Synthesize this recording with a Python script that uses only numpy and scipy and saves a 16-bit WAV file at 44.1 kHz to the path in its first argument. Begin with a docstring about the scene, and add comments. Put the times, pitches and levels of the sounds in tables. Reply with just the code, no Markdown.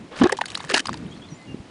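"""A large gas bubble bursts through thick mud in a small open crater: its cavity gulps with a rising note.
The skin leaks, fizzes and tears in grains of noise; damped air pockets with spray ring in the burst,
as clots patter down and as the thrown sheet slaps back among fine spatter.
The pool blubs in soft low cycles.
A small bird whistles far away and wind nudges the microphone: gliding sines and filtered noise.
"""
import sys
import numpy as np
from scipy import signal
from scipy.fft import rfft, irfft
from scipy.io import wavfile
from scipy.ndimage import uniform_filter1d

SR = 44100
rng = np.random.default_rng(int(sys.argv[2]) if len(sys.argv) > 2 else 0)


def store_wav(level_fs):
    """Save 16-bit WAV to argv[1]."""
    pcm = np.round(np.clip(np.atleast_2d(level_fs), -1, 1) * 32767)
    wavfile.write(sys.argv[1], SR, pcm.T.astype(np.int16))


N = 74970

# spectrum of droplets, gas leak and spatter: freq_hz, relative_db
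SPRAY_COLOUR = [(100, 6.5), (600, 8.5), (1600, 11), (2200, 7), (4000, 4.5), (6500, -1), (10000, -6.5)]

GRAIN_DECAY_CYCLES, GRAINS_PER_S, GRAIN_SPREAD_DB = 2.04, 11000, 5.5


def amp(db):
    """Decibels to gain."""
    return 10 ** (np.asarray(db) / 20)


def unit(x):
    """Scales to rms 1."""
    return x / np.sqrt(np.mean(x ** 2) + 1e-20)


def level(points):
    """Gain over time from (s, dB) points, at -120 dB outside them."""
    s, db = np.transpose(points)
    return amp(np.interp(np.arange(N) / SR, s, db, left=-120, right=-120))


def add(mix, start_s, sound):
    """Mixes a sound in at start_s, cut off at the end of the mix."""
    part = mix[max(round(start_s * SR), 0):][:len(sound)]
    part += sound[:len(part)]


def highpass(x, cutoff_hz):
    """Second-order Butterworth high-pass."""
    return signal.lfilter(*signal.butter(2, cutoff_hz, "high", fs=SR), x)


def colour(x, points):
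    """Gives x the spectrum (Hz, dB) with a causal minimum-phase filter of energy 1."""
    hz, db = np.transpose(points)
    f = abs(np.fft.fftfreq(4096, 1 / SR))
    log_gain = np.log(amp(np.interp(np.log(f + 1), np.log(hz), db)))
    response = np.exp(np.conj(signal.hilbert(log_gain)))
    taps = np.fft.ifft(response).real[:len(f) // 2]
    return signal.fftconvolve(x, taps / np.linalg.norm(taps))[:N]


def drift(hz):
    """Smooth random curve of rms 1, with a Gaussian roll-off at hz."""
    rolloff = np.exp(-(np.fft.rfftfreq(N, 1 / SR) / hz) ** 2)
    return unit(irfft(rfft(rng.standard_normal(N)) * rolloff, N))


def grains(per_s, decay_cycles=GRAIN_DECAY_CYCLES):
    """Tiny air pockets of many sizes snap at random moments, most faint and a few loud."""
    out = np.zeros(N)
    pitches_hz = np.geomspace(250, 10000, num=20)
    share = np.sqrt(pitches_hz) / np.sqrt(pitches_hz).sum()
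    for hz, part in zip(pitches_hz, share):
        size = amp(GRAIN_SPREAD_DB * np.minimum(rng.exponential(1, N), 4))
        happens = rng.random(N) < part * per_s / SR
        snaps = size * rng.choice([-1, 1], N) * happens
        turns = np.arange(SR // 40) * hz / SR
        ring = np.exp(-turns / decay_cycles) * np.sin(2 * np.pi * turns)
        out += np.sqrt(hz) * unit(signal.oaconvolve(snaps, ring)[:N])
    return unit(out)


def echo(x, t60_s, wet_db):
    """Adds a scattered tail thrown back by the surroundings: decaying noise of energy 1."""
    t = np.arange(SR // 2) / SR
    tail = rng.standard_normal(len(t)) * amp(-60 * t / t60_s)
    return x + amp(wet_db) * signal.fftconvolve(x, tail / np.linalg.norm(tail))[:N]


def cavity():
    """Gas rings as the hole widens, choked when mud flaps across it; overtones leave by the mouth."""
    # opening cavity: time_s, pitch_hz, fundamental_db
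    ring_points = [(0.201, 177.6, -26.5), (0.21, 181.6, -23), (0.216, 269.3, -2.5), (0.22, 282.5, -8),
                   (0.231, 223.4, -9), (0.238, 199, -17), (0.245, 322, -4.5), (0.248, 349, -25.5),
                   (0.257, 381, -6.5), (0.266, 351, -10.5), (0.268, 390, -12), (0.274, 390, -46)]
    steepen, pointed = 0.42, 0.6  # loud cycles lean forward and sharpen
    flutter, flutter_hz = 0.025, 300  # uneven flapping of the rim: rms pitch ratio, rate limit
    mouth_hz, mouth_width_hz, mouth_db = 817, 75, 13  # resonance of the torn opening

    s, hz, db = np.transpose(ring_points)
    t = np.arange(N) / SR
    pitch_hz = np.interp(t, s, hz) * (1 + flutter * drift(flutter_hz))
    swing = level(np.c_[s, db])
    force = swing / swing.max()
    phase = 2 * np.pi * np.cumsum(pitch_hz * (np.arange(N) > s[0] * SR)) / SR
    lean = steepen * force * np.sin(phase)
    wave = np.sin(phase + steepen * force * np.sin(phase + lean))
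    sharpened = wave * abs(wave) ** (pointed * force)
    buzz = highpass(swing * sharpened, mouth_hz)
    mouth = signal.lfilter(*signal.iirpeak(mouth_hz, mouth_hz / mouth_width_hz, fs=SR), buzz)
    return swing * np.sin(phase) + buzz + amp(mouth_db) * mouth


def pushes():
    """Low pushes of air: single swings of pressure that do not ring."""
    # centre_s, half_length_s, peak_db
    push_table = [(0.229, .009, -45), (.235, 0.0032, -28), (1.546, 0.0013, -19), (1.604, 0.0031, -28)]
    out = np.zeros(N)
    for centre_s, half_s, db in push_table:
        u = (np.arange(N) / SR - centre_s) / half_s
        out += amp(db) * (1 - 2 * u ** 2) * np.exp(-u ** 2)
    return out


def leak():
    """Gas hisses through the first pinholes."""
    # time_s, level_db
    leak_points = [(.13, -86), (.165, -40), (.187, -39.5), (.2, -35), (.21, -40.5)]
    return colour(level(leak_points) * grains(GRAINS_PER_S), SPRAY_COLOUR)


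def tear():
    """The skin fizzes and tears: dense grains under a jagged level curve."""
    # time_s, level_db
    tear_points = [(.11, -52), (.123, -41), (.185, -44.5), (.205, -50), (.218, -19.5), (.232, -28),
                   (.243, -22), (.251, -34.5), (.259, -24.5), (.274, -40.5), (.29, -40), (.36, -44.5)]
    # freq_hz, relative_db
    tear_colour = [(100, -4), (380, 8), (850, 1), (1600, -1), (2200, -6.5), (3200, -5.5), (5000, -19),
                   (10000, -36)]
    return colour(level(tear_points) * grains(GRAINS_PER_S), tear_colour)


def pockets():
    """Heavily damped air pockets ring, each with a brief spray in uneven clumps."""
    # air pockets ringing in the burst, the landing clots and the slap:
    # start_s, pocket_hz, cycles_to_peak, ring_db, spray_db
    pocket_table = [(0.2362, 1700, 2.2, -15.5, -27.5), (0.239, 1042, 3.3, -20, -32),
                    (.267, 1280, 1.5, -18, -47), (0.271, 1590, 2.3, -21, -34.5),
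                    (0.2947, 1580, 2.6, -16.5, -34.5), (0.2968, 1060, 1.07, -16, -52),
                    (0.3218, 1690, 0.39, -14, -22.5), (0.3237, 497, 1.24, -15, -61),
                    (0.324, 1816, 3.9, -19, -30.5), (.3255, 788, 1.46, -17.5, -54),
                    (.325, 374, 1.5, -22.5, -54), (0.3695, 1650, 2.9, -38, -34),
                    (0.379, 3880, 1.7, -31, -37.5), (0.3881, 917, 1.5, -17, -40),
                    (0.412, 1750, 1.08, -12.5, -30.5), (.4158, 854, 0.64, -10, -30),
                    (0.4386, 1575, 2.5, -26, -60), (0.4566, 4440, 13, -31, -26.5),
                    (0.482, 3050, 10.4, -35, -36), (0.5027, 3900, 1.9, -25, -34.5),
                    (0.5182, 3050, 1.2, -27, -38), (0.5474, 2880, 2.7, -27, -37.5),
                    (0.5516, 4180, 6.6, -17, -26), (0.574, 1370, 1.1, -24.5, -29.5),
                    (0.6036, 860, 0.65, -22, -37), (0.6417, 955, 0.81, -27.5, -44),
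                    (0.647, 1730, 2.2, -30.5, -38), (0.6928, 1795, 3.1, -26, -33),
                    (0.7002, 1166, 1.6, -22, -40), (0.699, 1770, 3.2, -24.5, -36),
                    (0.7001, 492, 1.6, -22.5, -31.5), (0.71, 1790, 6.1, -24.5, -29),
                    (0.717, 380, 1.7, -24, -28), (.7405, 689, 1.2, -12.5, -29),
                    (0.7418, 865, 1.14, -14, -24.5), (0.744, 1596, 2.6, -30, -23),
                    (0.7636, 1700, 3.2, -16.5, -22), (0.768, 950, 1.7, -23, -45),
                    (0.773, 1460, 6.5, -20.5, -21), (0.7785, 1720, 1.7, -15.5, -20),
                    (0.7933, 2994, 4.4, -18.5, -26.5), (0.7951, 1660, 2.4, -19, -28.5),
                    (0.856, 1030, 0.86, -24, -29.5), (0.8701, 4580, 3.8, -19, -28),
                    (0.8852, 1250, 0.55, -17.5, -59), (0.8925, 1020, 0.64, -12, -35),
                    (0.9304, 1570, 0.79, -22.5, -35.5), (0.9419, 900, 1.7, -29, -35),
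                    (0.973, 2010, 1.1, -52, -42)]
    pocket_rise = 0.022  # pitch gain per time to peak
    pocket_wobble, wobble_hz = 0.087, 990  # soft mud quivers
    pocket_low_hz = 226  # small pockets radiate little below this
    spray_rise_s, spray_lead_s = 0.0029, 0.0018  # spray starts just before its pocket rings
    trail_db, trail_s = -17.5, 0.003  # droplets that follow each pocket
    spray_above, spray_db_per_octave = 4.46, 5  # centre / pocket pitch, so big pockets sound dull
    spray_clump_db = 4

    rings, spray = np.zeros(N), np.zeros(N)
    t = np.arange(SR // 20) / SR
    f = np.fft.rfftfreq(len(t), 1 / SR)
    puff = (t / spray_rise_s * np.exp(1 - t / spray_rise_s)) ** 3
    puff += amp(trail_db) * t / trail_s * np.exp(1 - t / trail_s)
    wobble = 1 + pocket_wobble * drift(wobble_hz)
    droplets = grains(GRAINS_PER_S) * amp(spray_clump_db * drift(wobble_hz))
    for start_s, hz, cycles, ring_db, spray_db in pocket_table:
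        first = round(start_s * SR)
        now = slice(first, first + len(t))

        u = t * hz / cycles  # time in units of the time to peak
        pitch_hz = hz * (1 + pocket_rise * (np.minimum(u, 6) - 1)) * wobble[now]
        turns = np.cumsum(pitch_hz) / SR
        add(rings, start_s, amp(ring_db) * u * np.exp(1 - u) * np.sin(2 * np.pi * turns))

        octaves_off = abs(np.log2((f + 1) / (spray_above * hz)))
        tint = amp(-spray_db_per_octave * octaves_off)
        burst = puff * irfft(tint * rfft(droplets[now]), len(t))
        burst *= np.linalg.norm(puff) / np.linalg.norm(burst)
        add(spray, start_s - spray_lead_s, amp(spray_db) * burst)
    return highpass(rings, pocket_low_hz) + colour(spray, SPRAY_COLOUR)


def slap():
    """The thrown sheet of mud slaps down: dense grains in uneven bursts."""
    # time_s, level_db
    slap_points = [(.68, -56), (.702, -32.5), (.72, -39.5), (.729, -50.5), (.739, -21), (.747, -20),
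                   (.757, -26.5), (.767, -26.5), (.781, -32.5), (.79, -38), (.798, -36.5), (.805, -24),
                   (.812, -70)]
    # freq_hz, relative_db
    slap_colour = [(110, -6), (300, 5.5), (500, -1.5), (900, -3), (1200, -6), (1650, 9), (2200, -7),
                   (2800, 6), (3400, -9), (3900, 1.5), (6200, -9), (10000, -14.5)]
    return colour(level(slap_points) * grains(GRAINS_PER_S), slap_colour)


def spatter():
    """Fine spatter between the clots, with stray droplets that are fewer and ring longer."""
    # time_s, level_db of the fine grains
    spatter_points = [(.28, -75), (.43, -65), (.48, -52.5), (.55, -50.5), (.62, -50.5), (.68, -52.5),
                      (.83, -59), (.87, -57.5), (1.02, -59), (1.09, -59), (1.7, -70)]
    fine_per_s = 6100
    strays_per_s, stray_decay_cycles, stray_db = 1800, 6, 2  # stray_db is relative to the fine grains
    fine = grains(fine_per_s)
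    strays = amp(stray_db) * grains(strays_per_s, stray_decay_cycles)
    return colour(level(spatter_points) * (fine + strays), SPRAY_COLOUR)


def blubs():
    """Gas shifting under the mud around the crater: a few soft low cycles each."""
    # centre_s, pitch_hz, level_db
    blub_table = [(0.01, 211, -37), (0.658, 157, -37), (0.918, 200, -30), (1.027, 152, -35.5),
                  (1.058, 164, -30), (1.327, 155, -32)]
    half_length_s = 0.012  # Gaussian envelope falls to 1/e here
    out = np.zeros(N)
    for centre_s, hz, db in blub_table:
        t = np.arange(N) / SR - centre_s
        out += amp(db) * np.exp(-(t / half_length_s) ** 2) * np.sin(2 * np.pi * hz * t)
    return out


def bird():
    """Thin curving whistles from far away: sines on quadratic glides with a slight waver."""
    # start_s, length_s, first_hz, middle_hz, last_hz, level_db
    note_table = [(0.895, 0.045, 4600, 4750, 5430, -51), (1.108, 0.039, 3200, 3284, 3630, -46),
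                  (1.149, 0.033, 3850, 4250, 4470, -49.5), (1.211, 0.048, 3200, 3385, 3700, -45.5),
                  (1.275, 0.029, 3850, 4180, 4200, -49), (1.291, 0.059, 6350, 5780, 5860, -52),
                  (1.335, 0.043, 7200, 7140, 7540, -56), (1.358, 0.11, 2090, 2047, 2055, -52.5),
                  (1.41, 0.024, 4200, 4230, 4200, -56), (1.448, 0.028, 3550, 3110, 2850, -57),
                  (1.468, 0.059, 2860, 2790, 2840, -44)]
    waver_ratio, waver_hz = 0.0066, 120
    out = np.zeros(N)
    waver = 1 + waver_ratio * drift(waver_hz)
    for start_s, length_s, first_hz, middle_hz, last_hz, db in note_table:
        u = np.arange(0, length_s, 1 / SR) / length_s
        curve = np.polyfit([0, 0.5, 1], [first_hz, middle_hz, last_hz], 2)
        pitch_hz = np.polyval(curve, u) * waver[round(start_s * SR):][:len(u)]
        phase = 2 * np.pi * np.cumsum(pitch_hz) / SR
        add(out, start_s, amp(db) * np.sin(np.pi * u) * np.sin(phase))
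    return out


def wind():
    """Wind on the microphone: low buffeting in short gusts over a faint steady hiss."""
    # gusts: time_s, level_db
    gust_points = [(0, -44.5), (.06, -41.5), (.1, -54.5), (.19, -48), (.45, -49), (.52, -46), (.85, -49.5),
                   (.91, -32), (.97, -39.5), (1.03, -34.5), (1.09, -39.5), (1.29, -45.5), (1.325, -40),
                   (1.36, -48), (1.44, -51.5), (1.495, -36.5), (1.6, -45), (1.7, -51)]
    # buffeting spectrum: freq_hz, relative_db
    buffet_colour = [(20, -29), (50, -15), (80, -4.5), (160, -1), (280, -0.5), (450, -13.5), (900, -35),
                     (2500, -30), (10000, -90)]
    # hiss spectrum: freq_hz, relative_db
    hiss_colour = [(30, -9.5), (250, 4.5), (700, 3), (1500, -6), (3000, -8), (6000, -16), (10000, -21.5)]
    hiss_db = -49
    buffet = colour(rng.standard_normal(N), buffet_colour)
    # even out the noise so that the gust curve sets its level
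    buffet /= np.sqrt(uniform_filter1d(buffet ** 2, size=1500) + 1e-9)
    hiss = colour(rng.standard_normal(N), hiss_colour)
    return level(gust_points) * buffet + amp(hiss_db) * hiss


def scene():
    """The mud in its crater, with bird and wind around it."""
    splashes = leak() + tear() + pockets() + slap() + spatter()
    mud = cavity() + pushes() + echo(splashes, t60_s=0.05, wet_db=-18) + blubs()
    # the ground around scatters the calls
    calls = echo(bird(), t60_s=0.18, wet_db=-3.5)
    return (mud + calls + wind())[None]


def record(dry):
    """The loudest peaks round off softly, then a low-pass limits the band."""
    overload, edge_hz = 0.72, 10200
    limited = dry / (1 + (dry / overload) ** 8) ** (1 / 8)
    lowpass = signal.firwin(511, edge_hz, window=("kaiser", 9), fs=SR)
    return signal.oaconvolve(limited, lowpass[None], "same")


dry = scene()
out = record(dry)
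store_wav(out)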